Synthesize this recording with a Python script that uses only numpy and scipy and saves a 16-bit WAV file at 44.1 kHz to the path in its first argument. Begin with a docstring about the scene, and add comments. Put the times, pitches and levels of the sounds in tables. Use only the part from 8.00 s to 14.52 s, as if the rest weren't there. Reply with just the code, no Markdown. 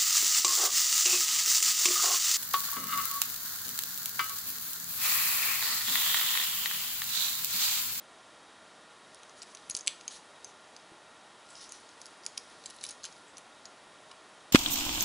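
"""Steel link watch bracelets are handled close to a small mono microphone in a quiet room.
A steady machine hum and microphone hiss open the scene and lie under all of it. After a second the
bracelets are picked up: links slide in a fine rattle and knock in short damped clinks, loudest just
before 2 s, and the case bumps the palm. After a lull near 3 s they are turned in the hands in a longer
run of rattles and clinks, which thins out to a last clink and bump just after 6 s."""
import sys
import numpy as np
from scipy import signal
from scipy.fft import rfft, irfft, next_fast_len
from scipy.io import wavfile

SR = 44100
rng = np.random.default_rng(int(sys.argv[2]) if len(sys.argv) > 2 else 0)


def transcribe(signal):
    """Save signal, clipped to [-1, 1], as a 16-bit WAV file at the path in sys.argv[1]."""
    frames = np.atleast_2d(signal).T
    limited = np.clip(frames, -1, 1)
    pcm = np.round(limited * 32767).astype(np.int16)
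    wavfile.write(sys.argv[1], SR, pcm)


N = 287607


def from_db(db):
    """Decibels to gain."""
    return 10 ** (np.asarray(db) / 20)


def ring(clicks, hz, t60):
    """A resonator: each click sets a decaying sine ringing."""
    r, w = from_db(-60 / (t60 * SR)), 2 * np.pi * hz / SR
    return signal.lfilter([0, np.sin(w)], [1, -2 * r * np.cos(w), r * r], clicks + 1e-18)


def damped(hz, t60, size=4000):
    """Decaying sines, one a row."""
    t = np.arange(size) / SR
    return np.sin(2 * np.pi * np.outer(hz, t)) * from_db(-60 * t / np.reshape(t60, (-1, 1)))


def add(out, start_s, sound):
    """Mix a sound in at its start time."""
    i = round(start_s * SR)
    out[i:i + len(sound)] += sound[:N - i]


# Tone curve of the background bed: frequency_hz, relative_db
BED_CURVE = [(15, -58), (25, -27), (212, -5.5), (247, -6), (303, -3.5), (381, -4), (651, -3), (740, -2),
             (1060, -2), (1850, -9), (2210, -10), (3770, -12), (11000, -20), (14300, -53), (22000, -120)]
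# Narrow resonances of the machine: centre_hz, width_hz, lift_db
MACHINE_BANDS = [(602, 48, 2.5), (626, 23, 3.5), (1080, 45, 0.5), (1398, 37, 9.5), (1856, 130, 6.5),
                 (3266, 130, 5), (3770, 79, 8)]


def hum_and_hiss(level_db=-55):
    """Machine hum and microphone hiss: steady coloured noise with a few resonant bands."""
    size = next_fast_len(N)
    hz = np.maximum(np.arange(size // 2 + 1) * SR / size, 1)
    curve_hz, curve_db = np.transpose(BED_CURVE)
    eq_db = np.interp(np.log(hz), np.log(curve_hz), curve_db)
    for centre_hz, width_hz, lift_db in MACHINE_BANDS:
        eq_db += lift_db / (1 + (2 * (hz - centre_hz) / width_hz) ** 2)
    bed = irfft(rfft(rng.standard_normal(size)) * from_db(eq_db), size)[:N]
    return from_db(level_db) * bed / np.sqrt(np.mean(bed ** 2))


# Steel modes of the bracelet, voicing both rattle and clinks: pitch_hz, gain_db, t60_ratio
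LINK_MODES = [(1800, -15, 0.44), (2265, -10.5, 2.5), (3030, -1, 1.26), (3360, -1.5, 1.08), (3950, 6, 0.69),
              (4570, 4, 0.68), (5200, 0, 0.91), (5900, -3.5, 1.9), (6600, -2, 1.27), (7150, -3.5, 1),
              (7760, -3, 1.04), (8820, 1.5, 0.47), (9320, -1.5, 1.07), (9970, -2, 1.3), (11250, 0.5, 1.03)]


def link_rattle(ticks, centre_hz, drop_db):
    """Each tiny tick rings one random link mode; modes away from the centre are turned down."""
    struck_mode = rng.integers(0, len(LINK_MODES), N)
    out = np.zeros(N)
    for k, (hz, mode_db, t60_ratio) in enumerate(LINK_MODES):
        off_centre = 1 - np.exp(-(np.log(hz / centre_hz) / .1) ** 2)
        low_cut_db = 7.3 * min(np.log2(hz / 4500), 0)
        gain = from_db(mode_db - drop_db * off_centre + low_cut_db)
        out += ring(ticks * (struck_mode == k) * gain, hz, .006 * t60_ratio)
    return out


# Restless hands, the rattle's envelope under the strokes: time_s, drive_db
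HANDLING = [(1.05, -80), (1.15, -70), (1.35, -72), (1.6, -67), (2.05, -67), (2.25, -72), (2.85, -75),
            (2.9, -85), (3.38, -85), (3.45, -69), (3.79, -63), (3.93, -69), (4.08, -64), (4.18, -70),
            (4.45, -64), (4.8, -65), (4.97, -69), (5.1, -63), (5.3, -73), (5.45, -78), (5.85, -85)]
# Strokes of link sliding over link: full_level_at_s, hold_s, drive_db, centre_hz, off_centre_drop_db
STROKES = [(1.375, .02, -57, 6200, 6), (1.47, .05, -61, 6000, 5), (1.765, .03, -54, 6400, 8),
           (2.11, .058, -51, 6300, 5), (2.47, .035, -57, 6300, 13), (3.5, .04, -56, 8000, 8),
           (3.558, .035, -50, 5450, 12), (3.61, .03, -47, 5500, 10), (3.65, .02, -51, 5500, 12),
           (3.7, .015, -49, 6600, 19), (3.73, .04, -52, 5960, 9), (4.5, .04, -60, 5400, 6),
           (4.67, .03, -58, 6500, 5), (4.83, .085, -52.5, 6000, 5), (5.045, .025, -52, 4700, 10),
           (5.28, .005, -54, 7750, 20)]


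def sliding_links(attack_s=.015, release_db_per_s=380, ticks_per_s=14000, strays_per_s=12):
    """Each stroke swells, holds and fades; between them the hands keep up a faint, ticking rattle."""
    t = np.arange(N) / SR
    drive_db = np.interp(t, *np.transpose(HANDLING))
    strays = (rng.random(N) < strays_per_s / SR) * from_db(drive_db + 22)
    centre_hz, drop_db = np.full(N, 5000.), np.full(N, 4.)   # colour between strokes
    for full_s, hold_s, peak_db, stroke_hz, stroke_drop_db in STROKES:
        swell = np.clip((t - full_s) / attack_s + 1, 1e-4, 1)
        fade_db = release_db_per_s * np.maximum(t - full_s - hold_s, 0)
        stroke_db = peak_db + 20 * np.log10(swell) - fade_db
        leads = stroke_db > drive_db   # the strongest movement sets the colour
        centre_hz[leads], drop_db[leads] = stroke_hz, stroke_drop_db
        drive_db = np.maximum(stroke_db, drive_db)
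    contacts = rng.random(N) < ticks_per_s / SR
    accent_db = 1.1 * np.minimum(rng.exponential(1, N), 5)
    ticks = contacts * from_db(drive_db + accent_db) * rng.choice([-1, 1], N)
    return link_rattle(ticks + strays, centre_hz, drop_db)


# Clasp plates, free to ring on after a hard knock: pitch_hz, gain_db, t60_s
CLASP_MODES = [(2832, -42, .1), (3250, -44, .18), (3494, -42, .2), (3740, -45, .16), (7690, -48, .25),
               (7962, -48, .25)]
# Link knocking on link; the last five columns are relative trims:
# start_s, level_db, pitch_hz, pitch_lift_db, low_modes_db, high_modes_db, chatter_db, free_ring_db
CLINKS = [(1.146, -37, 9520, 2, -10, 5, -14, -32), (1.233, -37, 6030, 5, 5, 3, -16, -28),
          (1.295, -41, 6630, 2, -9, -4, -10, -30), (1.4196, -31, 5570, 0, -6, -11, -8, -30),
          (1.426, -33, 7760, 9, 1, 5, -8, -30), (1.432, -33, 5080, 2, -1, -1, -15, -30),
          (1.5495, -31, 6290, 5, -5, 2, -11, -30), (1.5716, -39, 4090, -2, -3, -6, -14, -30),
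          (1.6987, -18.5, 10850, 10, -2, 2.5, -12, -30), (1.7094, -25, 6500, 12, -26, -10, -2, -34),
          (1.7453, -36, 7670, 2, -8, 4, -6, -30), (1.7502, -15, 7240, 0, -14, -12, -19, -34),
          (1.7528, -26.5, 8700, 7, -4, -2, -12, -25), (1.7669, -19, 6260, 2, -3, 15, -9, -35),
          (1.7737, -28, 6700, 5, -11, -11, -9, -30), (1.7887, -33, 7540, 2, -6, -1, -14, -30),
          (1.794, -36, 5170, 10, -16, -13, -8, -30), (1.8094, -30, 6500, 15, -15, -18, -10, -34),
          (1.8639, -34.5, 7700, 8, -10, -10, -3, -30), (1.8734, -11, 7870, 6, 6, -2, -20, -22),
          (1.8783, -7, 3430, 5, -1, 1, -16, -39), (2.0108, -33.5, 6550, 0, 0, -3, -15, -30),
          (2.0794, -20.5, 6590, 8.5, -2.5, -0.5, -13, -30), (2.4456, -28, 6250, 7, -11, 2, -11, -17),
          (2.7645, -36, 4880, 4.5, -8, -6.5, -9, -30), (3.4894, -40.5, 7840, 6, 2, 2, -13, -30),
          (3.505, -41, 8050, 6, -5, 5, -5, -30), (3.5542, -38, 5200, 8, -8, -15, -13, -30),
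          (3.6127, -38, 5040, 2, -8, -2, -9, -30), (3.6919, -38, 6600, 5, -12, -2, -8, -30),
          (3.7215, -28.5, 6100, 2, -9, 3, -17, -30), (3.8904, -41, 6640, -3, -8, -13, -10, -28),
          (4.0158, -31.5, 6360, 0, -15, -1, -12, -30), (4.0574, -33, 5640, 4, -10, -2, -22, -30),
          (4.0653, -35, 5800, 2, -12, 3, -13, -30), (4.2358, -42, 4950, 4, -10, -12, -9, -30),
          (4.245, -41, 5000, 2, -8, -8, -14, -30), (4.2524, -38.5, 5080, 2, -15, 0, -7, -30),
          (4.264, -17, 5840, 0, -9, -8, -26, -42), (4.267, -32, 8300, 2, -10, 8, -15, -32),
          (4.3743, -34, 3800, -1, -4, -6, -16, -32), (4.3775, -18.5, 5640, 3, -6.5, -2.5, -16, -36),
          (4.6394, -39, 4390, 5, -2, -9, -12, -30), (4.659, -29, 7540, 8, -7, -5.5, -1, -22),
          (4.7007, -34.5, 11030, 2, -4, 0, -4, -30), (4.706, -38, 4740, 2, -4, -6, -4, -37),
          (4.7637, -37.5, 10900, -4, -7, -2, -4, -38), (4.787, -42, 4200, 4, 4, -13, -9, -30),
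          (4.8114, -35, 5640, 0, -8, -1, -9, -30), (4.8153, -37, 4260, 8, -5, -14, -9, -30),
          (4.8337, -32, 7400, 5, -8, 2, -12, -25), (4.839, -22, 10400, 2.5, -2.5, 3.5, -11, -36),
          (4.8508, -31.5, 3920, 4, -3, 1, -4, -30), (4.8653, -28, 5340, -3, -14, 2, -11, -32),
          (4.8898, -30.5, 5300, 0, -8, 2, -3, -32), (4.8964, -35, 4400, -1, -3, -10, -6, -30),
          (4.9086, -31, 6650, 0, -5, 5, -3, -17), (5.0341, -35, 6570, 10, -25, -5, -1, -30),
          (5.0421, -28, 6650, 2, -4, -10, -1, -32), (5.0525, -26.5, 7150, 3, -4, -6, -12, -34),
          (5.058, -33, 6660, -2, -1, -2, 0, -30), (5.1259, -41, 6760, 2, -9, -10, -8, -32),
          (5.3702, -34, 6200, 0, -7, -5, -8, -30), (5.3817, -32.5, 7000, 5, 0, 0.5, -9, -32),
          (5.6551, -31.5, 6650, -4, -10.5, -14.5, -7.5, -20), (6.1148, -36, 4820, 2, 8, 1, -5.5, -30)]


def link_clinks(low_hz=4200, high_hz=7500, chatter_before_s=.002, chatter_after_s=.007):
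    """A knock strikes all link modes, loose links chatter around it, and a free link and clasp ring on."""
    out, clasp_blows = np.zeros(N), np.zeros(N)
    hz, mode_db, t60_ratio = np.transpose(LINK_MODES)
    polarity = (-1.) ** np.arange(len(hz))
    variations = rng.standard_normal((len(CLINKS), 2, len(hz)))   # no two links alike
    touches = rng.random((len(CLINKS), 2, 24))
    lead, span = round(chatter_before_s * SR), round((chatter_before_s + chatter_after_s) * SR)
    for clink, (scatter, detune), (when, force) in zip(CLINKS, variations, touches):
        start_s, level_db, pitch_hz, lift_db, low_db, high_db, chatter_db, free_ring_db = clink
        t60 = .0082 + .0002 * chatter_db   # tighter links damp each other sooner
        tilt_db = np.where(hz < low_hz, low_db, np.where(hz > high_hz, high_db, 0))
        strengths = from_db(mode_db + tilt_db + 1.5 * scatter) * polarity
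        knock = strengths @ damped(hz * (1 + .029 * detune), t60 * t60_ratio, size=800)
        knock += from_db(lift_db + tilt_db.max()) * damped([pitch_hz], .92 * t60, size=800)[0]
        touch_gain = from_db(chatter_db - 7.4 * when)   # later touches are weaker
        contacts = np.zeros(span + 1)
        contacts[(when * span).astype(int)] = touch_gain * (2 * force - 1)
        contacts[lead] = 1   # the main hit
        cluster = np.convolve(contacts, knock)
        add(out, start_s - chatter_before_s, from_db(level_db) * cluster / np.abs(cluster).max())
        add(out, start_s, from_db(level_db + free_ring_db) * damped([pitch_hz], t60=.08)[0])
        clasp_blows[round(start_s * SR)] = from_db(level_db + low_db)
    for plate_hz, gain_db, t60 in CLASP_MODES:
        out += from_db(gain_db) * ring(clasp_blows, plate_hz, t60)
    low_cut = signal.butter(6, 1800, "high", fs=SR, output="sos")   # small parts radiate no bass
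    return signal.sosfilt(low_cut, out)


# Watch case bumping the palm: start_s, level_db, pitch_hz, t60_s
CASE_BUMPS = [(1.699, -39, 248, 0.0078), (1.7465, -37.5, 300, 0.0065), (2.919, -46.5, 345, 0.055),
              (4.264, -41, 1500, .005), (4.839, -43, 1700, .01), (5.045, -41, 1600, .015),
              (5.868, -44.5, 920, 0.022), (6.1145, -46, 1080, 0.046)]


def case_bumps():
    """The case meets soft skin: one low, quickly damped tone for each bump."""
    out = np.zeros(N)
    for start_s, level_db, pitch_hz, t60_s in CASE_BUMPS:
        add(out, start_s, from_db(level_db) * damped([pitch_hz], t60_s)[0])
    return out


def room_reverb(direct, wet_db=-15.5, t60_s=.28, predelay_s=.004):
    """Dense reflections after a short gap, dying away evenly, duller than the direct sound."""
    t = np.arange(SR // 2) / SR
    tail = rng.standard_normal(len(t)) * from_db(-60 * t / t60_s) * (t > predelay_s)
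    tail = signal.lfilter([.5], [1, -.4], tail)   # soften the treble
    return from_db(wet_db) * signal.fftconvolve(direct, tail / np.sqrt(np.sum(tail ** 2)))[:N]


def scene():
    """Bracelets and their reverb over the background bed; one microphone feeds both channels."""
    watches = link_clinks() + sliding_links() + case_bumps()
    mono = watches + room_reverb(watches) + hum_and_hiss()
    return np.array([mono, mono])


def record(dry):
    """A low-rate converter's linear-phase filter walls off the treble; a steep high cut follows."""
    converter = signal.firwin(1201, 11000, window=("kaiser", 5), fs=SR)
    band_limited = signal.fftconvolve(dry, [converter], "same", axes=1)
    high_cut = signal.cheby2(12, 40, 12059, fs=SR, output="sos")
    return signal.sosfilt(high_cut, band_limited)


dry = scene()
out = record(dry)
transcribe(out)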